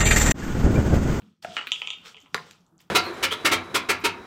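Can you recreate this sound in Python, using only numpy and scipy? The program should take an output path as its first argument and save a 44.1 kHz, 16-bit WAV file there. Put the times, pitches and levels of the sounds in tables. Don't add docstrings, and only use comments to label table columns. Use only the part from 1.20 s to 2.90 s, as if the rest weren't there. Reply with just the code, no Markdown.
import sys
import numpy as np
from scipy import signal
from scipy.fft import rfft, irfft, next_fast_len
from scipy.io import wavfile
from scipy.ndimage import uniform_filter1d, map_coordinates

SR = 44100
rng = np.random.default_rng(int(sys.argv[2]) if len(sys.argv) > 2 else 0)


def file_out(sig):
    cols = np.atleast_2d(sig).T
    lim = np.clip(cols, -1, 1)
    pcm = np.round(lim * 32767).astype(np.int16)
    wavfile.write(sys.argv[1], SR, pcm)


def ratio(d):
    e = np.asarray(d, float) / 20
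    return 10 ** e


N = 74970


def unit(x):
    return x / np.sqrt(np.mean(x ** 2) + 1e-20)


def along(points, hz):
    point_hz, value = np.transpose(points)
    return np.interp(np.log(hz + 1), np.log(point_hz + 1), value)


def curves(rows):
    s, *columns = np.transpose(rows)
    return [np.interp(np.arange(N) / SR, s, column) for column in columns]


def filtered(x, response):
    size = next_fast_len(len(x) + 8192)
    return irfft(rfft(x, size) * response(np.fft.rfftfreq(size, 1 / SR)), size)[:len(x)]


def colored(x, colour):
    return unit(filtered(x, lambda f: ratio(along(colour, f))))


def body(peaks):
    return lambda f: sum(ratio(db) * (2j * f * width / (hz * hz - f * f + 2j * f * width)) ** 3
                         for hz, width, db in peaks)


def bands(peaks):
    poles = np.exp(1j * np.pi * np.array([[5], [7], [9], [11]]) / 8)
    return lambda f: sum(ratio(db) / np.prod(1j * (f * f - hz * hz) / ((f + 1) * width) - poles, axis=0)
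                         for hz, width, db in peaks)


RING_RISE_S = 0.004


def ring(modes, db):
    t = np.arange(SR // 2) / SR
    scatter_db = 1.5 * rng.standard_normal(len(modes))
    turns = rng.random(len(modes))
    tones = np.zeros(len(t))
    for (hz, level_db, t60), own_db, turn in zip(modes, scatter_db, turns):
        tones += ratio(level_db + own_db - 60 * t / t60) * np.sin(2 * np.pi * (hz * t + turn))
    tones = tones * (1 - np.exp(-t / RING_RISE_S))
    return ratio(db) * tones / np.linalg.norm(tones)


# frequency in Hz, t60 in seconds.
WALLS = [(200, 0.31), (700, 0.43), (1500, 0.32), (3000, 0.3), (6000, 0.23), (12000, 0.19)]


def walls():
    gap_s, patch_db, bright_db_per_khz = 0.0017, 4.96, 0.208
    early_db, early_t60_s = -3, 0.05
    hz, t, noise = signal.stft(rng.standard_normal(SR // 2), SR, nperseg=128)
    hz = hz[:, None]
    patches = unit(uniform_filter1d(rng.standard_normal(noise.shape), size=5, axis=0))
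    decay = ratio(-60 * t / along(WALLS, hz)) + ratio(early_db - 60 * t / early_t60_s)
    colour = ratio(patch_db * patches + bright_db_per_khz * hz / 1000)
    tail = signal.istft(noise * colour * decay, SR, nperseg=128)[1]
    return np.pad(tail / np.linalg.norm(tail), (round(gap_s * SR), 0))[:SR // 2]


def add(out, s, db, response, room_db, ringing=0):
    blow = ratio(room_db) * walls() + ringing
    blow[0] += 1
    piece = out[round(s * SR):][:len(blow)]
    piece += ratio(db) * filtered(blow, response)[:len(piece)]


def struck(blows, peaks, room_db, modes, ring_db):
    out = np.zeros(N)
    for s, db in blows:
        add(out, s, db, body(peaks), room_db, ring(modes, ring_db))
    return out


# frequency in Hz, level in dB per Hz.
AIR = [(25, -21), (170, -6), (560, -18), (850, -14.5), (1400, -16.5), (2000, -38), (8000, -38.5),
       (15800, -39.5)]
# time in seconds, gain in dB.
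HUSH = [(0, 14), (.1, 3.5), (.2, -21), (.222, -29), (.228, 12), (1.7, 6)]


def air():
    hush_db, = curves(HUSH)
    return ratio(-75.5 + hush_db) * colored(rng.standard_normal(N), AIR)


# time in seconds, load in dB.
LOAD = [(0.0, -75), (0.022, -39), (0.212, -61.5), (0.246, -48), (0.284, -46), (0.378, -42), (0.426, -56.5),
        (0.762, -59), (0.794, -48.5), (1.112, -68), (1.144, -35.5), (1.386, -54.5), (1.4, -57),
        (1.486, -61), (1.534, -58), (1.594, -67), (1.624, -57.5), (1.7, -56.5)]
# frequency in Hz, width in Hz, level in dB.
FLOOR_BODY = [(100, 30, -8), (165, 22, 2), (218, 24, -3), (275, 24, -9), (332, 24, -8), (440, 50, -17)]


def floor_hum():
    load_db, = curves(LOAD)
    lumps = map_coordinates(rng.standard_normal(80), [np.arange(N) * 40 / SR])
    pushes = rng.standard_normal(N) * ratio(4 * lumps)
    return ratio(load_db - 11.5) * unit(filtered(pushes, body(FLOOR_BODY)))


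# start in seconds, level in dB, frequency in Hz.
THUDS = [(0.018, 7.5, 205), (0.065, 3, 201), (0.102, -1.5, 221), (0.792, 1, 243), (0.889, -0.5, 221.4),
         (0.954, -2, 440), (1.025, -1, 274), (.325, 2, 186), (.35, 1, 269), (0.471, -1.5, 262),
         (1.201, -3, 148.2), (1.395, 0, 176.5), (1.51, -2.5, 173), (1.518, -3, 327.4), (1.545, -11, 324.6),
         (1.554, -5, 173), (1.618, -16, 172), (1.655, -15, 174)]


def thuds():
    out = np.zeros(N)
    for s, db, hz in THUDS:
        add(out, s, db, body([(hz, 22, 0)]), room_db=-10)
    return out


def settle():
    start_s, level_db, t60_s = 0.261, -36.5, 0.3
    from_hz, to_hz, glide_s = 760, 616, 0.042
    t = np.clip(np.arange(N) / SR - start_s, 0, None)
    cycles = to_hz * t + (from_hz - to_hz) * glide_s * (1 - np.exp(-t / glide_s))
    envelope = ratio(level_db - 60 * t / t60_s) * (1 - np.exp(-t / RING_RISE_S))
    return envelope * np.sin(2 * np.pi * cycles)


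# start in seconds, peak in dB, frequency in Hz.
TICKS = [(.020, -46, 790), (0.019, -53, 2850), (0.03, -44, 1420), (0.2262, -25, 4700), (.412, -25.5, 1200),
         (.433, -57, 13500), (.459, -51.5, 14000), (.4705, -19.5, 3950), (0.777, -53, 12700),
         (.815, -56, 13000), (.835, -49, 2500), (0.839, -57, 14000), (0.968, -58, 10000), (.986, -43, 7000),
         (.986, -70, 12500), (1.013, -57, 12600), (1.02, -45, 3000), (1.027, -45, 7600),
         (1.031, -64, 12800), (1.051, -55, 3800), (1.082, -56, 2680), (1.083, -60, 6460),
         (1.088, -63, 14000), (1.003, -35.5, 6600), (1.003, -51, 13000), (1.015, -36, 6300),
         (1.023, -51.5, 13000), (1.026, -57, 12340), (1.103, -61.5, 12000), (1.127, -54.5, 7050),
         (1.1425, -30, 3830), (1.268, -42.5, 7400), (1.310, -24.5, 4320), (1.311, -27, 6700),
         (1.309, -41.5, 11600), (1.408, -44.5, 5630), (1.465, -45, 6700), (1.465, -48, 3834),
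         (1.491, -65, 11720), (1.580, -38.5, 6820), (1.591, -40, 4800), (1.607, -41.5, 14000),
         (1.602, -31.5, 1960), (1.605, -32.5, 3070), (1.615, -40.5, 7390), (1.615, -47, 11200),
         (1.67, -58, 15040)]


def ticks():
    out = np.zeros(N)
    for s, db, hz in TICKS:
        add(out, s, db + 9, bands([(hz, hz / 3.2, 0)]), room_db=-3.5)
    return out


# start in seconds, level in dB.
ROCKS = [
    (0.2371, -32),
    (.2455, -29),
    (0.247, -9.5),
    (.2525, -31),
]
# frequency in Hz, width in Hz, level in dB.
ROCK_BODY = [(259, 280, 7.5), (686, 106, 27.5), (450, 60, 8), (1380, 57, 20), (1640, 250, 16),
             (2500, 580, 10), (7840, 5800, -17)]
# frequency in Hz, level in dB, t60 in seconds.
ROCK_MODES = [(415, -1, 0.17), (715.4, -6.5, 0.45), (751.5, 2, .1), (904, 0.5, .25), (1384, -12, .25)]


def rocks():
    return struck(ROCKS, ROCK_BODY, -7, ROCK_MODES, -23.5)


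GRAIN_BANDS_HZ = 500 * 1.6 ** np.arange(8)


def grit():
    grains_per_s, spread_db, octaves = 200, 3.5, 0.45
    shape = (len(GRAIN_BANDS_HZ), N)
    hits = rng.random(shape) < grains_per_s / SR
    sizes = ratio(spread_db * rng.standard_normal(shape))
    trains = hits * sizes * np.sign(rng.standard_normal(shape))
    out = np.zeros(N)
    for train, hz in zip(trains, GRAIN_BANDS_HZ):
        out += filtered(train, lambda f: np.exp(-(np.log2((f + 1) / hz) / octaves) ** 2))
    return unit(out)


# time in seconds, pressure in dB, brightness in dB.
SCRAPE = [(0, -66.5, -26), (.1, -75.5, -7), (.218, -98.5, 8), (.226, -59, 8.5), (.3, -51.5, -9.5),
          (.36, -50.5, 0), (.46, -53, -39), (.48, -61.5, 2.5), (.6, -58, 3), (.82, -64, -12),
          (.87, -46.5, -4), (.93, -60.5, -2), (1.04, -65, -69.5), (1.14, -76, 12.5), (1.3, -60, -1.5),
          (1.57, -99, -3), (1.605, -73, 12), (1.7, -78, -12)]
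# frequency in Hz, level in dB per Hz.
STONE = [(240, -33), (400, 1.5), (636, -6), (787, -14), (1280, 0), (1990, -8), (3290, 2), (4170, -8),
         (8000, -18), (10400, -53), (17600, -120)]
# frequency in Hz, level in dB per Hz.
FIZZ = [(3530, -16), (6000, -13.5), (8920, -24), (12600, -31.5), (14200, -27.5), (15800, -26.5)]


def scrape():
    pressure_db, bright_db = curves(SCRAPE)
    grains = grit()
    smooth = 1.1 * rng.standard_normal(N)
    room = unit(signal.fftconvolve(grains, walls())[:N])
    rub = unit(grains + smooth + room)
    return ratio(pressure_db) * (colored(rub, STONE) + ratio(bright_db - 1) * colored(rub, FIZZ))


# start in seconds, level in dB.
SKIDS = [(0.0198, -29), (0.2249, -26.5), (0.4706, -1), (0.4753, -5), (0.852, -21), (.858, -16),
         (0.868, -23), (0.881, -20), (.893, -34), (1.310, -18.5), (1.602, -33.5)]
# frequency in Hz, width in Hz, level in dB.
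SKID_BODY = [(500, 1900, -12), (1480, 570, 2), (2484, 550, 8), (3000, 210, -1.5), (3950, 340, 3),
             (4900, 900, -18.5), (7300, 5100, -20.5), (10000, 4600, -32.5), (14000, 2800, -17.5)]


def skids():
    out = np.zeros(N)
    for s, db in SKIDS:
        add(out, s, db, body(SKID_BODY), room_db=-2.5)
    return out


# start in seconds, level in dB.
STRIKES = [
    (.3672, 8),
    (.3785, -0.5),
    (.3845, -5),
    (.4115, -6.5),
]
# frequency in Hz, width in Hz, level in dB.
STRIKE_BODY = [(246, 130, -12), (535, 156, -8), (926, 130, -2), (1390, 150, 4), (1644, 470, 4.5),
               (2500, 516, 5.5), (2840, 210, 6.5), (3515, 290, -5.5), (4660, 700, -13), (6160, 590, -18),
               (7430, 700, -18.5), (13000, 3400, -50.5)]
# frequency in Hz, level in dB, t60 in seconds.
STRIKE_MODES = [(845, -11.5, .2), (1200, -7.5, .12), (1335, -9, .09), (1860, -3, 0.11), (2121, -9.5, .15),
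                (2509, -4.5, .12), (2642, -9.5, .15), (2676, 5, .14), (3008, -12, .11), (3365, -9, .2)]


def strikes():
    return struck(STRIKES, STRIKE_BODY, 0, STRIKE_MODES, -12)


# start in seconds, level in dB.
POUNDS = [
    (1.1448, -3.5),
    (1.1518, -19.5),
]
# frequency in Hz, width in Hz, level in dB.
POUND_BODY = [(200, 185, 8.5), (440, 85, 20), (866, 130, 17), (1066, 61, 22), (1420, 91, 17),
              (1673, 826, 19), (3834, 375, 15), (4800, 260, 13.5), (6100, 350, 6.5), (7400, 460, 3),
              (9230, 890, -4), (11800, 1800, -8), (14100, 2100, -9)]
# frequency in Hz, level in dB, t60 in seconds.
POUND_MODES = [(147.8, -4, 0.6), (221, -6, 0.02), (444, -19.5, 0.087), (710, 1.5, 0.37), (855, -6.5, 0.45),
               (1010, 2, .1), (1175, 10, .15), (1420, 2.5, .11), (1576, -16, 0.085), (1807, -3, 0.23),
               (2230, 8, .05)]


def pounds():
    return struck(POUNDS, POUND_BODY, -5.5, POUND_MODES, -18.5)


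# start in seconds, peak in dB, ring in Hz, bowl in dB over ring, edge in dB over ring.
CLACKS = [(0.5186, -4, 3072, -19.5, -17.5), (0.618, -10.5, 2634, -12.5, -32.5),
          (0.6732, -12.5, 2880, -15, -21), (0.7035, -12.5, 3090, -19, -18.5),
          (0.7331, -20.5, 2780, -15, -30), (0.806, -41, 2830, 0, -24), (0.9451, -30.5, 2750, -7.5, -38),
          (0.9672, -32, 2900, -26, -23), (0.973, -36.5, 2490, -15, -26), (0.981, -36.5, 2520, -21, -23),
          (1.0600, -40.5, 2500, 0, -26), (1.067, -46, 2700, 3.5, -25)]
# frequency in Hz, level in dB, t60 in seconds.
BOWL_MODES = [(1003, 3.5, .1), (1280, -3, 0.23), (2450, -15.5, .12), (2816, -15, 0.35), (3030, -2, 0.16),
              (3090, -10, .25), (3216, -7.5, .22), (3340, -7, 0.29), (3623, -9, 0.3), (3710, -18, .12),
              (6780, -4.5, 0.19), (7070, -7.5, 0.22)]


def clacks():
    out = np.zeros(N)
    for s, db, hz, bowl_db, edge_db in CLACKS:
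        clusters = [(hz, 1105, 0),
                    (2170, 500, -14),
                    (4700, 560, -22),
                    (1040, 524, bowl_db),
                    (6540, 1940, edge_db),
                    (9470, 2800, edge_db - 19.5),
                    (584, 750, bowl_db - 9)]
        add(out, s, db + 21.5, bands(clusters), -3, ring(BOWL_MODES, -13))
    return out


def scene():
    background = air() + floor_hum() + thuds() + settle()
    paste_and_rub = ticks() + rocks() + scrape() + skids()
    blows = strikes() + pounds() + clacks()
    return (background + paste_and_rub + blows)[None]


def band_limit(x):
    return signal.sosfilt(signal.butter(12, 16510, fs=SR, output="sos"), x)


def record(dry):
    mix = filtered(dry[0], lambda f: 1 / (1 + (f / 15700) ** 90))[None]
    return band_limit(mix)


dry = scene()
out = record(dry)
file_out(out)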